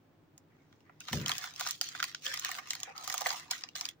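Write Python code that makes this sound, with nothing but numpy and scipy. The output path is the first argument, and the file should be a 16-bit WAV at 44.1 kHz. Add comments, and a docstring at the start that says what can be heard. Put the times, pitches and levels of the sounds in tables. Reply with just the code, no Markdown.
"""In a small, quiet room, close to a phone, gloved hands open a pleated paper candy cup, seat a sweet
in it and press it into a card gift box. Pleats buckle in sharp snaps over a rustle of tiny creases;
both drive the resonances of the box and leave a short reverberant tail. Sliding paper sings briefly
by friction. One low rumble, probably the table being nudged, rises over the steady murmur of the air."""
import sys
import numpy as np
from scipy import signal
from scipy.fft import rfft, irfft
from scipy.io import wavfile
from scipy.ndimage import uniform_filter1d, map_coordinates

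SR = 44100
rng = np.random.default_rng(int(sys.argv[2]) if len(sys.argv) > 2 else 0)


def materialize(psi):
    """Save the field psi as 16-bit PCM at rate SR to the path in sys.argv[1].

    A 1-D psi becomes a single channel; in a 2-D psi each row is a channel.
    """
    bounded = np.clip(np.atleast_2d(psi).T, -1, 1)
    quanta = np.round(bounded * 32767).astype(np.int16)
    wavfile.write(sys.argv[1], SR, quanta)


N = 176400

# The paper's four bands: hollow, body, crisp, fizz. Each row: low edge in Hz, high edge in Hz.
PAPER_BANDS = [(400, 1100), (1100, 2300), (2300, 7500), (7500, 16800)]
# Tone colour of the crackling paper as the phone's microphone picks it up.
# Each row: frequency in Hz, gain in dB.
PAPER_COLOUR = [(380, -41.5), (500, -14.5), (620, -18.5), (780, -3), (970, -6), (1180, -6), (1400, -5),
                (1830, -2.5), (2600, -3.5), (3400, 1), (4350, -0.5), (5600, -1), (6700, -2), (8100, -16),
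                (9200, -18), (12000, -27.5), (13800, -31), (15300, -8.5), (16500, -41.5)]
# Buckling pleats. Each row: start in seconds, pitch in Hz, then hollow, body, crisp and fizz levels
# in dB before the band's gain.
PLEAT_SNAPS = [(0.3782, 5170, -74, -68, -60, -55), (0.7264, 3430, -73.5, -61, -63.5, -81),
               (0.805, 2820, -87, -76, -66.5, -82), (0.8949, 1370, -59.5, -51.5, -80, -86.0),
               (1.004, 6120, -70, -61, -46, -49), (1.0841, 1290, -48.5, -41.5, -39, -56),
               (1.1298, 3040, -37.5, -30.5, -31.5, -40), (1.2603, 3120, -48.5, -60, -29.5, -44),
               (1.2809, 5430, -59.0, -38, -33, -34.5), (1.2933, 4220, -38, -30, -28.5, -37.5),
               (1.3164, 3250, -46.5, -34, -26.5, -41), (1.381, 5400, -61, -66, -36, -37.5),
               (1.4404, 1420, -48.5, -33.5, -39.5, -49), (1.561, 5530, -71, -72, -42, -55.0),
               (1.5963, 6600, -59, -44, -37, -42), (1.603, 4800, -52, -59, -38, -49),
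               (1.6086, 1466, -41, -32, -33, -39), (1.6648, 1440, -47.5, -33.5, -42, -47),
               (1.6726, 5500, -67, -44.5, -31.5, -42), (1.687, 4600, -63, -38, -49, -39),
               (1.709, 6000, -62, -47, -30.5, -35), (1.8122, 4830, -48.5, -35.5, -25, -33.5),
               (1.888, 7140, -78, -52, -37.5, -44), (1.95, 1500, -52, -34, -48, -72),
               (1.995, 1520, -74.0, -41, -46, -72), (2.001, 1570, -55, -28, -36.5, -55.0),
               (2.0266, 1414, -53.5, -24.5, -29.5, -42), (2.0401, 4560, -56, -32, -32.5, -38),
               (2.147, 1500, -78, -36.5, -34.5, -52.5), (2.2644, 3160, -58, -41, -29, -48),
               (2.34, 2000, -58, -35, -38, -40), (2.3737, 5200, -59, -43, -35, -47),
               (2.3953, 6840, -72, -56, -39, -37), (2.4471, 1880, -50, -31.5, -30.5, -37),
               (2.4901, 1160, -44.5, -37, -46, -42), (2.5151, 1900, -66, -35, -57, -39),
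               (2.5854, 1160, -50, -36.5, -54, -53), (2.706, 7530, -56, -39, -29, -32),
               (2.7326, 2100, -67, -36.5, -41, -42), (2.7517, 4300, -55, -44.5, -38.5, -45),
               (2.8024, 6700, -68, -69, -42, -50.5), (2.8319, 6640, -56, -50, -32, -44),
               (2.9786, 4800, -58, -67, -39.5, -50.5), (3.0408, 5950, -70, -51, -57, -45.5),
               (3.0761, 1200, -44.5, -35.5, -37, -37.5), (3.0992, 5300, -43.5, -32, -34, -37),
               (3.1408, 1260, -39, -31.5, -39.5, -34.5), (3.1789, 6200, -67, -46, -31, -38.5),
               (3.2085, 5780, -38, -55, -38, -40), (3.217, 776, -35, -39, -37.5, -45),
               (3.2603, 2020, -33.5, -23.5, -43, -52), (3.3042, 4850, -40, -35.5, -29.5, -55),
               (3.51, 4510, -46.5, -53, -29, -33), (3.5134, 5500, -44, -52, -31, -40.5),
               (3.6368, 5000, -55.5, -44, -34, -66), (3.688, 2800, -71, -76, -45, -66.0),
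               (3.7539, 4700, -55, -59, -36, -54), (3.8102, 5670, -49.5, -44, -31.5, -39.5),
               (3.8534, 4730, -55, -62, -31, -43.5), (3.888, 3350, -72, -61, -35.5, -43)]
# Damping of a snap. Each row, one per band: time constant in seconds, gain in dB.
SNAP_DECAY = [(0.0033, -2.5), (0.0023, -4), (0.0015, -1), (0.0011, 1)]
# Rustle envelope. Each row: time in seconds, body and crisp levels in dB before the band's gain.
RUSTLE_LEVELS = [(0.5, -71, -85), (0.775, -81, -77), (0.895, -67, -86), (0.997, -81, -81),
                 (1.008, -73, -57.5), (1.072, -59, -57.5), (1.085, -38, -45.5), (1.122, -55, -49.5),
                 (1.131, -48, -37.5), (1.182, -46, -46.5), (1.254, -45.5, -53.5), (1.284, -36, -41.5),
                 (1.41, -49, -46.5), (1.446, -42.5, -43.5), (1.547, -63, -58), (1.601, -41.5, -43),
                 (1.643, -47, -45), (1.661, -40, -44), (1.703, -45.5, -40.5), (1.81, -77, -62.5),
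                 (1.816, -55, -43), (1.946, -56, -54.5), (1.955, -46, -47), (2.024, -51, -55.5),
                 (2.032, -46, -40), (2.104, -52, -52), (2.15, -56, -57.5), (2.205, -76, -63),
                 (2.25, -45.5, -40.5), (2.332, -40, -44), (2.416, -49, -50), (2.451, -39, -42),
                 (2.577, -48, -48.5), (2.589, -35.5, -41.5), (2.613, -54, -59), (2.649, -53, -56.5),
                 (2.703, -50.5, -44.5), (2.781, -57, -53.5), (2.9, -50.5, -58), (2.942, -63.5, -73),
                 (2.954, -52.5, -57), (3.038, -55.5, -46), (3.14, -42, -41.5), (3.236, -49.5, -47.5),
                 (3.266, -36.5, -37), (3.349, -45.5, -44), (3.403, -45, -47), (3.494, -64, -64.5),
                 (3.511, -39.5, -41.5), (3.607, -49.5, -52), (3.66, -57, -66.5), (3.746, -78, -74),
                 (3.757, -45.5, -41.5), (3.9, -53.5, -57.5), (3.984, -94, -100.5)]
# Rustle envelope of the hollow band. 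Each row: time in seconds, level in dB before the band's gain.
HOLLOW_LEVELS = [(0.95, -85), (1.129, -63), (1.453, -55), (1.542, -71), (1.614, -59), (1.662, -51),
                 (1.79, -90), (1.83, -73), (1.91, -75), (2.033, -63), (2.17, -93), (2.55, -51),
                 (2.656, -65), (2.95, -60), (3.1, -50), (3.249, -53), (3.263, -34.5), (3.48, -60),
                 (3.512, -58), (3.7, -86), (3.817, -53), (3.985, -98)]
# Grain of the rustle. Each row, one per band: gain in dB, scatter of crease sizes in dB.
CREASE_GRAIN = [(-8, 3), (-4.5, 2.0), (-1.5, 2.5), (-6, 3.5)]
# Ticks of small pleats. Each entry, one per band: level in dB relative to the creases.
TICK_DB = [-12, -9, -3.5, -0.5]
# Stereo width. Each entry, one per band: share of rustle power that differs between microphone ports.
PORT_SPREAD = [0.073, 0.88, 0.97, 0.62]
# Stereo balance. Each entry, one per band: left minus right in dB.
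BALANCE_DB = [-6.5, -1.5, -1, -2.5]
# Paper sliding on glove or card. Each row: start in seconds, length in seconds, lower resonance in Hz,
# its level in dB, upper resonance in Hz, its level in dB.
PAPER_SLIDES = [(1, 0.014, 1480, -56, 2670, -51), (1.826, 0.067, 4430, -48.5, 5730, -57),
                (2.25, 0.073, 540, -57.5, 1704, -44), (2.845, 0.08, 1200, -68, 2400, -57),
                (2.87, 0.04, 500, -56.5, 795, -50.5), (2.947, 0.084, 845, -57.5, 1263, -52)]
# Modes of the card box. Each row: frequency in Hz, time to decay 60 dB in seconds, coupling in dB.
BOX_MODES = [(730, 0.22, -4), (1212, 0.045, 4.5), (1883, 0.037, -2)]
# Envelope of the rumble. Each row: time in seconds, relative level in dB.
RUMBLE_LEVELS = [(1.114, -50), (1.133, -38), (1.16, -36.5), (1.18, -36), (1.205, -40), (1.24, -43.5),
                 (1.32, -58), (1.364, -59), (1.40, -96)]
# Low resonances of the room, rung by a dull bump. 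Each row: frequency in Hz, gain in dB.
ROOM_RESONANCES = [(30, -31), (52, -51), (68, -8.5), (108, -0.5), (128, -3.5), (148, 0.5), (180, -5),
                   (240, -6.5), (330, -17), (520, -18), (1200, -58)]
# Reverberation. Each row, one per band: time to decay 60 dB in seconds, dB relative to direct sound.
ROOM_TAILS = [(0.048, 1), (0.1, -14), (0.1, -10.5), (0.065, -10.5)]
# Spectrum of the room noise. Each row: frequency in Hz, relative density in dB.
AIR_COLOUR = [(25, -15.5), (65, -14.5), (100, 4), (125, -5), (152, 7), (185, -7.5), (300, 0), (400, -8),
              (1500, -20), (6500, -36.5), (13500, -49), (15300, -28), (16500, -40)]

CREASES_PER_S = 6000
SIDE = np.array([[1], [-1]])  # adds to the left, subtracts from the right


def paper_cup():
    """Source and filter: snaps and rustle excite the paper band by band, a little to the right."""
    creases = rng.random(N) < CREASES_PER_S / SR
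    sizes = np.minimum(rng.exponential(size=N), 5)
    flutter_db = 2 * wander(per_s=140)
    ticks = tick_envelope()
    crisp_db = envelope_db(RUSTLE_LEVELS, column=2)
    pivot_db = -37.5
    fizz_db = pivot_db + 1.23 * (crisp_db - pivot_db)  # fizz grows faster than the crisp band
    levels_db = [envelope_db(HOLLOW_LEVELS), envelope_db(RUSTLE_LEVELS), crisp_db, fizz_db]
    out = 0
    for band, edges_hz in enumerate(PAPER_BANDS):
        paper = impulse_response(PAPER_COLOUR, edges_hz)
        direct = pleat_snaps(band, paper)
        direct += rustle(band, paper, creases, sizes, ticks, levels_db[band] + flutter_db)
        out = out + reverberate(direct, band) * undb(SIDE * BALANCE_DB[band] / 2)
    return out


def pleat_snaps(band, paper, rise_s=0.00075, decay_cycles=4, note_db=2.5, size=2048):
    """Buckling: each pleat releases its elastic energy as a noise burst and a damped note."""
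    out, t = np.zeros((2, N + size)), np.arange(size) / SR
    decay_s, gain_db = SNAP_DECAY[band]
    low_hz, high_hz = PAPER_BANDS[band]
    rise = 1 - np.exp(-t / rise_s)
    rms_window_s = 0.0052  # a snap's level is its energy spread over this time
    for start_s, hz, *levels_db in PLEAT_SNAPS:
        noise = rng.standard_normal((3, size))
        release = two_ports(noise, PORT_SPREAD[band] / 2) * rise * np.exp(-t / decay_s)
        burst = unit_energy(convolve(release, paper))
        if low_hz <= hz < high_hz:
            port_phase = 0.5 * noise[1:, -1:]
            note = np.sin(2 * np.pi * hz * t + port_phase) * rise * np.exp(-t * hz / decay_cycles)
            burst = unit_energy(burst + undb(note_db) * unit_energy(note))
        start = int(start_s * SR)
        out[:, start:start + size] += burst * np.sqrt(rms_window_s * SR) * undb(levels_db[band] + gain_db)
    return out[:, :N]


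def rustle(band, paper, creases, sizes, ticks, level_db):
    """Shot noise: thousands of tiny creases and slips overlap, a few much larger than the rest."""
    gain_db, scatter_db = CREASE_GRAIN[band]
    noise = two_ports(rng.standard_normal((3, N)), PORT_SPREAD[band])
    strength = unit_rms(creases * undb(scatter_db * sizes)) + undb(TICK_DB[band]) * ticks
    ringing = fold_resonances(convolve(noise * strength, paper))
    return unit_rms(ringing) * undb(level_db + gain_db)


def tick_envelope(per_s=110, decay_s=0.0005):
    """A Poisson process: small pleats tick at random, each dying away exponentially."""
    onsets = rng.random(N) < per_s / SR
    return unit_rms(signal.lfilter([1], [1, -np.exp(-1 / (decay_s * SR))], onsets))


def fold_resonances(x, depth_db=4.5, width_hz=230, hold_s=0.04, size=512):
    """Shape sets resonance: narrow peaks come and go at random as the fingers reshape the folds."""
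    spectra = signal.stft(x, nperseg=size)[2]
    ripple = rng.standard_normal(spectra.shape[1:])
    ripple = uniform_filter1d(ripple, round(width_hz * size / SR), axis=0)
    ripple = uniform_filter1d(ripple, round(hold_s * 2 * SR / size), axis=1)
    gain = undb(depth_db * np.clip(unit_rms(ripple), -2, 2))
    return signal.istft(spectra * gain, nperseg=size)[1][:, :N]


def paper_slides(relative_width=0.12, attack_s=0.0073, release_s=0.0068, size=SR // 2):
    """Stick-slip friction: tiny slips excite two resonances while the cup drags over glove or card."""
    out, t = np.zeros((2, N + size)), np.arange(size) / SR
    for start_s, length_s, low_hz, low_db, high_hz, high_db in PAPER_SLIDES:
        noise = two_ports(rng.standard_normal((3, size)), PORT_SPREAD[1])
        slips = noise * (rng.random(size) < CREASES_PER_S / SR)
        motion = np.minimum(t / attack_s, 1) * np.exp(-np.maximum(t - length_s, 0) / release_s)
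        start = int(start_s * SR)
        for hz, db in (low_hz, low_db), (high_hz, high_db):
            b, a = signal.iirpeak(hz, 1 / relative_width, fs=SR)
            ring = signal.lfilter(b, a, signal.lfilter(b, a, slips)) * motion
            out[:, start:start + size] += unit_energy(ring) * np.linalg.norm(motion) * undb(db)
    return out[:, :N]


def card_box(paper):
    """Forced vibration: the paper drives the damped modes of the box, which add to its sound."""
    out = paper
    for hz, t60, coupling_db in BOX_MODES:
        pole = np.exp((2j * np.pi * hz - np.log(1000) / t60) / SR)
        out = out + undb(coupling_db) * signal.lfilter([1 - abs(pole)], [1, -pole], paper).real
    return out


def bump_rumble(judders_per_s=470, gain_db=1.5, side_db=-14.5):
    """Impulse excitation: a dull bump, probably on the table, rings the low resonances of the room."""
    judder = (rng.random(N) < judders_per_s / SR) * rng.choice([-1, 1], (2, N))
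    body = convolve(judder, impulse_response(ROOM_RESONANCES, size=8192))
    running_rms = np.sqrt(uniform_filter1d(body ** 2, SR // 20) + 1e-12)
    mid, side = body / running_rms
    return (mid + undb(side_db) * side * SIDE) * undb(envelope_db(RUMBLE_LEVELS) + gain_db)


def reverberate(direct, band, delay_s=0.00073):
    """Diffuse reflection: the room adds a short exponential tail, different at each port."""
    t60, wet_db = ROOM_TAILS[band]
    t = np.arange(SR // 2) / SR
    onset = np.clip(t / delay_s - 1, 0, 1)
    tail = rng.standard_normal((2, len(t))) * np.exp(-np.log(1000) * t / t60) * onset
    return direct + undb(wet_db) * convolve(direct, unit_rms(tail) / np.sqrt(len(t)))


def room_noise(level_db=-65, wide_above_hz=730, treble_side_db=-2.5, full_side_db=-14):
    """Spatial coherence: the air's low murmur is alike at both ports in the bass, wide in the treble."""
    mid, side = convolve(rng.standard_normal((2, N)), impulse_response(AIR_COLOUR, size=8192))
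    treble = signal.sosfilt(signal.butter(1, wide_above_hz, "high", fs=SR, output="sos"), side)
    side = undb(treble_side_db) * treble + undb(full_side_db) * side
    return unit_rms(mid + side * SIDE) * undb(level_db)


def impulse_response(colour, edges_hz=None, size=2048):
    """Minimum phase: folding the cepstrum turns a spectrum, whole or one band, into a causal response."""
    hz, points = np.fft.rfftfreq(size, 1 / SR) + 1, np.array(colour)
    gain = undb(np.interp(np.log(hz), np.log(points[:, 0]), points[:, 1]))
    if edges_hz:
        low_hz, high_hz = edges_hz
        gain = gain / np.sqrt((1 + (low_hz / hz) ** 14) * (1 + (hz / high_hz) ** 14))
    cepstrum = irfft(np.log(gain + 1e-5))
    cepstrum[1:size // 2] *= 2
    cepstrum[size // 2 + 1:] = 0
    return irfft(np.exp(rfft(cepstrum)))


def convolve(x, response):
    """Linear filtering of each channel by an impulse response."""
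    return signal.fftconvolve(np.atleast_2d(x), np.atleast_2d(response), axes=1)[:, :x.shape[-1]]


def two_ports(noise, spread):
    """Partial coherence from three noises: one shared, one for each port."""
    return np.sqrt(1 - spread) * noise[0] + np.sqrt(spread) * noise[1:]


def envelope_db(rows, column=1):
    """Linear interpolation of levels in time, silent before the first row."""
    rows = np.array(rows)
    return np.interp(np.arange(N) / SR, rows[:, 0], rows[:, column], left=-120)


def wander(per_s):
    """Smoothed random steps with a spread near 1."""
    hold = int(SR / per_s)
    return uniform_filter1d(np.repeat(rng.standard_normal(N // hold + 1), hold), hold)[:N]


def undb(db):
    """Decibels to amplitude ratio."""
    return 10 ** (np.asarray(db) / 20)


def unit_rms(x):
    """Normalisation to an rms of 1."""
    return x / np.sqrt(np.mean(x ** 2) + 1e-20)


def unit_energy(x):
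    """Normalisation of each channel to an energy of 1."""
    return x / np.sqrt(np.sum(x ** 2, axis=-1, keepdims=True) + 1e-20)


def scene(right_lag_s=0.00007):
    """Superposition of paper, box, bump and air; paper and box reach the right port slightly later."""
    left, right = card_box(paper_cup()) + paper_slides()
    right = map_coordinates(right, [np.arange(N) - right_lag_s * SR], order=5)
    return np.array([left, right]) + bump_rumble() + room_noise()


def record(dry, cutoff_hz=16400):
    """Band limiting: the phone's steep low-pass filter removes the highest treble."""
    return signal.sosfilt(signal.ellip(8, .2, 70, cutoff_hz, fs=SR, output="sos"), dry)


dry = scene()
out = record(dry)
materialize(out)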